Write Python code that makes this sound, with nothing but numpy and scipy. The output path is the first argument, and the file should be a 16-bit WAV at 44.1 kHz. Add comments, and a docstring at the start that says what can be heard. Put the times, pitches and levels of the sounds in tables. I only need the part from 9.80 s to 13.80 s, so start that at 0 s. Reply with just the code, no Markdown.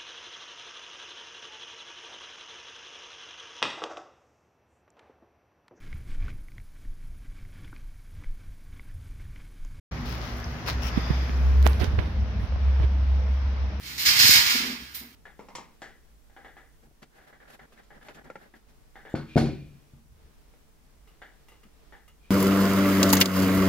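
"""A distant outdoor hiss comes first, with dry leaves crunching underfoot. Someone holding a camera
steps over leaves and rubble into a narrow tiled cubicle, and the far noise makes the air inside boom.
Each crunch is a crowd of tiny breaks with a few sharp snaps, and the tiles add a short echo.
Fingers shift on the camera's right side, rubbing, thumping and ticking into the right microphone."""
import sys
import numpy as np
from scipy import signal
from scipy.fft import rfft, irfft, next_fast_len
from scipy.io import wavfile
from scipy.ndimage import uniform_filter1d, map_coordinates

SR = 44100
rng = np.random.default_rng(int(sys.argv[2]) if len(sys.argv) > 2 else 0)


def generate_wav(sig):
    """Save sig (samples, or channels by samples) to the path in sys.argv[1] as 16-bit PCM at SR."""
    pcm = np.round(np.clip(np.atleast_2d(sig).T, -1, 1) * 32767).astype(np.int16)
    wavfile.write(sys.argv[1], SR, pcm)


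N = 176400
T = np.arange(N) / SR

# A "colour" says how strong each frequency is next to the others.
# A "lean" says how much louder the left side is than the right.
# Tones of far machinery: f/Hz, level at the door/dB, level inside/dB
DRONE_TONES = [(114.6, -44, -63.5), (239, -51, -63.5), (434, -61.5, -63)]
# Outdoor hiss, far rumble and the faint rustle of leaves and cloth over time: t/s, relative level/dB
HISS_LEVELS = [(0.36, -46), (0.96, -45.5), (1.1, -43.5), (1.3, -43), (1.56, -45.5), (2.02, -47),
               (2.35, -50), (3.01, -49.5), (3.25, -50), (3.95, -49.5)]
RUMBLE_LEVELS = [(0.36, -43), (1.11, -42.5), (1.45, -40.5), (1.92, -39), (2.32, -38.5), (2.68, -40),
                 (3.28, -41.5), (3.95, -40)]
RUSTLE_LEVELS = [(.12, -73), (.23, -71.5), (.3, -72), (.54, -69), (.85, -72.5), (1.0, -70), (1.2, -67),
                 (1.7, -70.5), (1.95, -67), (2.1, -73), (2.28, -77.5), (2.48, -83), (3.2, -80.5),
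                 (3.45, -84), (3.54, -76), (3.62, -85.5), (3.97, -85)]
# Their colours, one list at the door and one inside: f/Hz, relative level/dB
HISS_COLOURS = ([(200, -35), (300, -3), (500, -4), (900, -4), (1300, -4), (2000, -7), (3700, -18),
                (5500, -15), (6800, -24.5), (7500, -39.5), (8500, -69.5)], [(200, -31.5), (300, -19),
                (340, -10.5), (450, -9.5), (520, -3), (560, -9.5), (625, -2.5), (700, -8), (1000, -8.5),
                (2300, -13.5), (3800, -20.5), (5600, -27.5), (6400, -40), (7200, -63), (8500, -87.5)])
RUMBLE_COLOURS = ([(20, -15), (30, -18.5), (45, 5.5), (90, 0.5), (115, -5.5), (135, 0), (190, -6),
                  (225, -11.5), (243, 0), (262, -11.5), (400, -21), (500, -65)], [(20, -32.5), (30, -16.5),
                  (45, 7.5), (90, 4), (130, -10.5), (160, -7.5), (200, -2), (245, -14.5), (300, -14),
                  (400, -37), (500, -63.5)])
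RUSTLE_COLOURS = [(4410, -43), (7500, -16), (8730, -3.5), (9700, -5.5), (12200, 2), (15100, -3),
                  (16000, -7)], [(4410, -38), (7500, -22.5), (9390, 5.5), (12600, -4.5), (14400, 4.5),
                  (16000, 2)]
# Leans of the hiss (at the door, then inside) and of the rustle: f/Hz, lean/dB
HISS_LEANS = ([(300, 0), (1000, 2), (1900, -1), (3300, 8.5), (5500, 2.5), (7200, -5.5)], [(300, -9),
              (700, 4), (2400, -2), (3300, 5), (4400, 7), (6500, 24)])
LEAF_CLOTH_LEAN = [(8000, 1), (10000, -1), (12000, -6), (14500, 8.5), (16000, -5)]
# How alike the far noise is on the two sides: f/Hz, likeness (1 = the same, 0 = unrelated)
SIDE_LIKENESS = [(60, 0.95), (130, 0.97), (290, 0.82), (640, 0.72), (1410, 0.043), (3100, 0.097),
                 (6820, -0.17), (15000, -0.02)]
# The cubicle's lowest ringing note: t/s, f/Hz, level/dB
BOOM_NOTE = [(0.16, 61.7, -39), (0.46, 63.2, -35.5), (0.48, 60.2, -61), (0.54, 61.6, -33.5),
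             (0.68, 64, -35), (0.82, 68.1, -60), (0.95, 65.3, -27), (1.16, 59.4, -33.5), (1.33, 63, -23.5),
             (1.51, 65.7, -31.5), (1.59, 65.2, -20), (1.84, 67.5, -15.5), (2.0, 67, -26.5),
             (2.03, 71.7, -26), (2.06, 66.7, -53.5), (2.09, 69.06, -24.5), (2.27, 67.6, -31.5),
             (2.33, 70.2, -41), (2.35, 68.2, -34), (2.4, 66.7, -23), (2.48, 62.36, -31), (2.61, 63, -25),
             (2.65, 62.7, -41), (2.74, 65.8, -18), (2.77, 66.8, -29), (2.88, 67.26, -20),
             (3.49, 66.6, -21.5), (3.75, 67.52, -27.5), (3.83, 66.48, -23), (3.97, 67.55, -30.5)]
# How long the tiles echo: f/Hz, time to fade by 60 dB/s
TILE_FADES = [(300, 0.37), (3000, 0.18), (12000, 0.045)]
# Fingers pushing on the case: t/s, rough peak level/dB, f/Hz
FINGER_PUSHES = [(1.1736, -6, 203), (1.301, -21, 267), (1.3029, -8, 138), (1.495, -20.5, 198),
                 (1.859, -14, 169), (2.009, -12.5, 74), (2.031, -18, 214), (2.072, -16, 99),
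                 (2.131, -13, 77), (2.182, -9, 83.5), (2.632, -18, 84.2), (2.759, -20.5, 86.6),
                 (3.0, -14, 95), (3.037, -15.5, 97)]
# Fingers sliding on the case, weight on leaves, and a sole twisting on grit:
# t/s, rise/s, hold/s, fall/s, body level/dB, treble level/dB, lean/dB
FINGER_SLIDES = [(1.17, 0.0029, 0.015, 0.01, -31.5, -55.5, -12),
                 (1.30, 0.0039, 0.0062, 0.0071, -33, -59.5, -2.5),
                 (1.83, 0.013, .012, 0.0055, -34.5, -53, -15),
                 (1.852, 0.0099, 0.0062, 0.0055, -21, -44.5, -18),
                 (1.878, 0.0047, .02, 0.051, -33.5, -50, -19), (1.985, 0.032, 0.019, 0.019, -26, -50, -29),
                 (2.05, 0.017, 0.059, 0.11, -42.5, -72.5, -9.5),
                 (2.178, 0.013, 0.0039, 0.017, -29, -60.5, -21), (2.21, 0.018, .05, 0.038, -43, -71.5, -13),
                 (2.59, 0.01, 0.057, 0.02, -47, -67, -8.5), (2.95, 0.08, 0.016, 0.01, -35, -66, -7.5)]
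LEAF_STEPS = [(.25, 0.0075, 0.092, 0.046, -41, -52, 7), (0.398, 0.031, 0.08, 0.023, -44, -58.5, 6.5),
              (.850, 0.026, 0.023, 0.013, -29, -42.5, 3.5), (.915, 0.0078, 0.018, 0.017, -47, -58, 1.5),
              (1.99, .01, 0.015, .012, -38.5, -53, -5.5), (2.045, 0.0033, 0.014, 0.014, -44, -57.5, 4)]
SOLE_TWIST = [(1.012, 0.013, 0.062, 0.014, -36.5, -46, 6.5)]
# A sole dragging over grit: t/s, relative level/dB
SOLE_DRAG = [(1.05, -75), (1.12, -54), (1.22, -47.5), (1.35, -49), (1.47, -53), (1.56, -90)]
# Colours of the fingers, leaves, twist and drag: f/Hz, relative level/dB
SKIN_COLOUR = [(180, -26.5), (300, 9), (842, -3.5), (1530, -4.5), (2880, -10.5), (3520, -12), (6000, -27),
               (6850, -43), (9300, -37.5), (11900, -34), (16000, -49.5)]
LEAF_COLOUR = [(180, -31), (300, 1.5), (656, -5), (1930, -3.5), (3030, -6), (5160, -4.5), (7080, -19),
               (7690, -37), (9710, -34), (14200, -29), (16000, -30.5)]
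TWIST_COLOUR = [(350, -24), (620, -9), (1390, -7), (2090, -4), (2900, 1.5), (4580, -17), (5400, 2),
                (7520, -24.5), (13900, -19.5), (16000, -18.5)]
DRAG_COLOUR = [(500, -38), (1200, -7.5), (1900, -1.5), (3100, -11), (3500, 1.5), (3900, -13.5), (4500, -14),
               (4850, 2.5), (5300, -8), (6000, -12.5), (7600, -65)]
# Single snaps and ticks:
# t/s, peak level before the weak band/dB, lean/dB, centre f/Hz, width/octaves, time to fade by 60 dB/s
SNAPS_AND_TICKS = [(0.2942, -33, 8, 13560, 0.86, 0.01), (.3258, -34.5, -13, 9004, 2.2, .004),
                   (0.3535, -37, -7, 8960, 2.3, .006), (.416, -28, 17, 5000, 0.81, .006),
                   (.5702, -33.5, -17, 10800, 1.5, .004), (.5832, -34.5, -17, 12240, 1.4, .004),
                   (.6014, -31.5, -11.5, 12000, 1.5, 0.0048), (0.642, -28.5, 10, 5500, 0.25, 0.015),
                   (.8655, -30, 7, 2770, 0.69, .01), (.8785, -21, 10, 690, 2.2, 0.0094),
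                   (.8842, -16, 12, 1990, 2.35, 0.016), (0.885, -26.5, 6.5, 13450, 0.88, 0.014),
                   (.8862, -20.5, 0, 1010, 1.1, .02), (.890, -22, -2, 1820, 0.41, .012),
                   (.9012, -28, 8, 4300, 0.6, .014), (.9312, -29, 6, 4000, 1.4, .01),
                   (1.034, -27, 13, 5390, .6, .008), (1.084, -26, 7, 3300, 1.34, 0.016),
                   (1.495, -26, 0, 2000, 1.5, 0.0069), (1.8272, -19.5, -14.5, 5000, 3, .004),
                   (1.8576, -25.5, -24, 12000, 0.61, .012), (1.8661, -4, -27, 790, 1.71, 0.005),
                   (1.8660, -8.5, -16, 5000, 3.4, 0.0059), (1.8743, -9, -25, 7500, 2.9, 0.008),
                   (1.8985, -32.5, -16.5, 12980, 0.5, .007), (1.932, -28.5, 3, 4500, 0.85, 0.0072),
                   (2.0002, -30, 7, 7520, 2.9, .01), (2.0433, -19.5, 8, 4260, 1.1, 0.024),
                   (2.0432, -34.5, 11.5, 13840, 0.75, .01), (2.1837, -21.5, -24, 532, 0.81, 0.022),
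                   (2.1898, -13.5, -24, 1760, 1.28, 0.015), (2.2590, -35.5, -2, 3000, 1.3, 0.0061),
                   (2.7235, -27, -17, 701, 1.9, .01), (2.7605, -25.5, -15.5, 600, 1.6, .012),
                   (2.9015, -35, -10, 896, 1.62, 0.011), (3.0, -24, -15, 602, 1.9, .015)]

DOORWAY_S, INSIDE_S = 1.15, 2.61  # the walker passes through the doorway between these times
WEAK_HZ, WEAK_WIDTH_HZ, WEAK_DB = 9300, 640, -7  # a band the microphones pick up poorly
START_S, TOP_HZ = .111, 15950


def amp(db):
    """Turns decibels into a number to multiply by."""
    return 10 ** (np.asarray(db) / 20)


def unit(x):
    """Scales a sound to an average power of 1."""
    return x / np.sqrt(np.mean(x ** 2) + 1e-20)


def along(points, hz):
    """Reads between (frequency, value) points, giving each octave equal room."""
    f, values = np.transpose(points)
    return np.interp(np.log(hz + 1), np.log(f + 1), values)


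def curves(rows):
    """Joins the rows of a time table into one curve for each column after the time."""
    times, *columns = np.transpose(rows)
    return [np.interp(T, times, column) for column in columns]


def wobble(per_s):
    """A smooth curve through per_s random values a second."""
    return map_coordinates(rng.standard_normal(400), [T * per_s])


def filtered(x, response):
    """Turns each frequency up or down by response(hz)."""
    size = 2 * next_fast_len(x.shape[-1] // 2 + 4096)
    hz = np.fft.rfftfreq(size, 1 / SR)
    return irfft(rfft(x, size) * response(hz), size)[..., :x.shape[-1]]


def causal(gain):
    """Keeps a filter's gains but lets no sound come before the blow (minimum phase)."""
    cepstrum = irfft(np.log(gain + 1e-4))
    k = np.arange(len(cepstrum))
    return np.exp(rfft(cepstrum * np.where(k == 0, 1, 2 * (k < len(k) // 2))))


def sides(lean_db):
    """Left and right gains for a lean, with the louder side at full level."""
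    return amp([[min(lean_db, 0)], [min(-lean_db, 0)]])


def leaning(x, lean):
    """Moves each frequency toward the left or the right."""
    return unit(filtered(x, lambda hz: amp(np.outer([.5, -.5], along(lean, hz)))))


def passing(at_door, inside):
    """Fades from the sound at the door to the sound inside as the walls close in."""
    turn = np.pi / 2 * np.clip((T - DOORWAY_S) / (INSIDE_S - DOORWAY_S), 0, 1)
    return np.cos(turn) * at_door + np.sin(turn) * inside


def rush(colour, patchy_db):
    """Rushing noise with louder and softer patches; its low notes are alike on both sides."""
    bands = signal.stft(rng.standard_normal((2, N)), nperseg=512)[2]
    patches = uniform_filter1d(rng.standard_normal(bands.shape[1:]), 6, axis=0)
    patches = unit(uniform_filter1d(patches, 12, axis=1))
    noise = signal.istft(bands * amp(patchy_db * patches), nperseg=512)[1][:, :N]

    def response(hz):
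        turn = np.arccos(np.clip(along(SIDE_LIKENESS, hz), -1, 1)) / 2
        return amp(along(colour, hz)) * [np.cos(turn), np.sin(turn)]

    shared, opposite = filtered(noise, response)
    return unit(np.array([shared + opposite, shared - opposite]))


def grainy(colour, per_s, spread_db):
    """Tiny breaks of uneven size, about per_s a second on each side, blur into a crackle."""
    happens = rng.random((2, N)) < per_s / SR
    size = amp(spread_db * np.minimum(rng.exponential(size=(2, N)), 3))
    clicks = happens * size * rng.standard_normal((2, N))
    return unit(filtered(clicks, lambda hz: amp(along(colour, hz))))


def presses(rows, colour, per_s, spread_db, treble_from_hz=7800):
    """A crackle swells, holds and fades under each press."""
    crackle = grainy(colour, per_s, spread_db)
    low = filtered(crackle, lambda hz: hz < treble_from_hz)
    body, treble = unit(low), unit(crackle - low)
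    out = np.zeros((2, N))
    for start, rise, hold, fall, body_db, treble_db, lean_db in rows:
        swell = np.clip((T - start) / rise, 0, 1) ** 2
        fade = np.exp(-np.maximum(T - start - rise - hold, 0) / fall)
        out += sides(lean_db) * swell * fade * (amp(body_db) * body + amp(treble_db) * treble)
    return out


def drones(waver_db=3.0, waver_rad=0.89):
    """Far machinery hums in thin, unsteady tones."""
    out = np.zeros(N)
    for hz, door_db, inside_db in DRONE_TONES:
        level = passing(amp(door_db), amp(inside_db)) * amp(waver_db * wobble(5.83))
        out += np.sqrt(2) * level * np.sin(2 * np.pi * hz * T + waver_rad * wobble(6))
    return out


def rustle(boost_db=7.0, waver_db=0.68):
    """Leaves and cloth make a faint, high crackle."""
    crackle = passing(*[grainy(colour, per_s=7900, spread_db=-2.5) for colour in RUSTLE_COLOURS])
    level_db = curves(RUSTLE_LEVELS)[0] + boost_db + waver_db * wobble(13)
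    return amp(level_db) * leaning(crackle, LEAF_CLOTH_LEAN)


def outdoor_hiss(boost_db=5.0, waver_db=0.39):
    """Distant noise fills the air and is softer inside the cubicle."""
    at_door, inside = [leaning(rush(colour, patchy_db=0.8), lean)
                       for colour, lean in zip(HISS_COLOURS, HISS_LEANS)]
    level_db = curves(HISS_LEVELS)[0] + boost_db + waver_db * wobble(4.78)
    return amp(level_db) * passing(at_door, inside)


def far_rumble(boost_db=6.5, waver_db=0.75):
    """The deep part of the outdoor noise changes colour between the walls."""
    at_door, inside = [rush(colour, patchy_db=1.35) for colour in RUMBLE_COLOURS]
    level_db = curves(RUMBLE_LEVELS)[0] + boost_db + waver_db * wobble(3.72)
    return amp(level_db) * passing(at_door, inside)


def cubicle_boom(waver_db=1.3, waver_rad=0.14, side_db=-15):
    """The air in the cubicle rings unsteadily near one low note."""
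    hz, db = curves(BOOM_NOTE)
    phase = 2 * np.pi * np.cumsum(hz) / SR + waver_rad * wobble(3.37)
    side = amp(side_db) * wobble(6) * np.cos(phase)  # makes left and right a little unlike
    level = amp(db + waver_db * wobble(15))
    return np.sqrt(2) * level * (np.sin(phase) + [side, -side])


def tile_echo(sound, delay_samples=200):
    """The tiled walls throw back a short echo whose high notes die first."""
    hz, t, bands = signal.stft(rng.standard_normal((2, SR // 3)), SR, nperseg=256)
    fade = amp(-60 * t / along(TILE_FADES, hz)[:, None])
    tail = signal.istft(bands * fade, SR, nperseg=256)[1]
    delayed = np.pad(sound, ((0, 0), (delay_samples, 0)))
    return signal.fftconvolve(delayed, tail / np.linalg.norm(tail[0]), axes=1)[:, :N]


def finger_rubs():
    """Skin slides over the right of the case with a fine, even grain."""
    return presses(FINGER_SLIDES, SKIN_COLOUR, per_s=17000, spread_db=1.0)


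def finger_thumps(fade_cycles=4, left_db=-30.5):
    """A soft push on the case gives a small dip, then a low swing that dies in a few cycles."""
    out, t = np.zeros(N), np.arange(SR // 8) / SR
    for start, db, hz in FINGER_PUSHES:
        cycles = hz * t
        swell = np.tanh(1.52 * cycles) ** 2
        fade = amp(db + 14.0 - 60 * cycles / fade_cycles)  # 14 dB makes up for the slow swell
        out[round(start * SR):][:len(t)] -= swell * fade * np.sin(2 * np.pi * cycles)
    return sides(left_db) * out


def sole_scrape(boost_db=5.0, waver_db=1.2):
    """Fine grit dragged under a sole sings in a few broad bands."""
    grit = grainy(DRAG_COLOUR, per_s=13000, spread_db=1.5)
    return grit * amp(curves(SOLE_DRAG)[0] + boost_db + waver_db * wobble(24.663))


def footsteps():
    """Dry leaves break under the walker's weight; a sole twists, then drags, on grit."""
    crunches = presses(LEAF_STEPS, LEAF_COLOUR, per_s=12000, spread_db=7.5)
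    twist = presses(SOLE_TWIST, TWIST_COLOUR, per_s=6000, spread_db=2.5)
    return crunches + twist + sole_scrape()


def snaps():
    """Each leaf snap or finger tick is a sharp kick and a moment of noise around one pitch."""
    out, t = np.zeros((2, N)), np.arange(1024) / SR
    kick = 3.7 * (t < .0001)
    lead = 128  # samples of silence before each burst
    for start, db, lean_db, centre_hz, octaves, fade_s in SNAPS_AND_TICKS:
        burst = (rng.standard_normal((2, len(t))) + kick) * amp(-60 * t / fade_s)
        burst = np.pad(burst, ((0, 0), (lead, 0)))
        band = lambda hz: np.exp(-2 * (np.log2((hz + 1) / centre_hz) / octaves) ** 2)
        burst = filtered(burst, lambda hz: causal(band(hz)))
        burst /= np.abs(burst).max(axis=1, keepdims=True)
        out[:, round(start * SR) - lead:][:, :lead + len(t)] += amp(db) * sides(lean_db) * burst
    return filtered(out, lambda hz: amp(WEAK_DB * np.exp(-((hz - WEAK_HZ) / WEAK_WIDTH_HZ) ** 2)))


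def scene():
    """Adds up all the sounds; only the feet and the left side of the snaps echo off the tiles."""
    background = drones() + rustle() + outdoor_hiss() + far_rumble() + cubicle_boom()
    feet, clicks = footsteps(), snaps()
    echo = tile_echo(amp(-14) * feet + amp(-12) * clicks[0])
    return background + echo + finger_rubs() + finger_thumps() + feet + clicks


def record(dry):
    """The sound comes on after a moment of silence, with everything above TOP_HZ cut away."""
    fade_in = np.clip((T - START_S) / 0.0055, 0, 1)
    return filtered(dry * fade_in, lambda hz: hz < TOP_HZ)


dry = scene()
out = record(dry)
generate_wav(out)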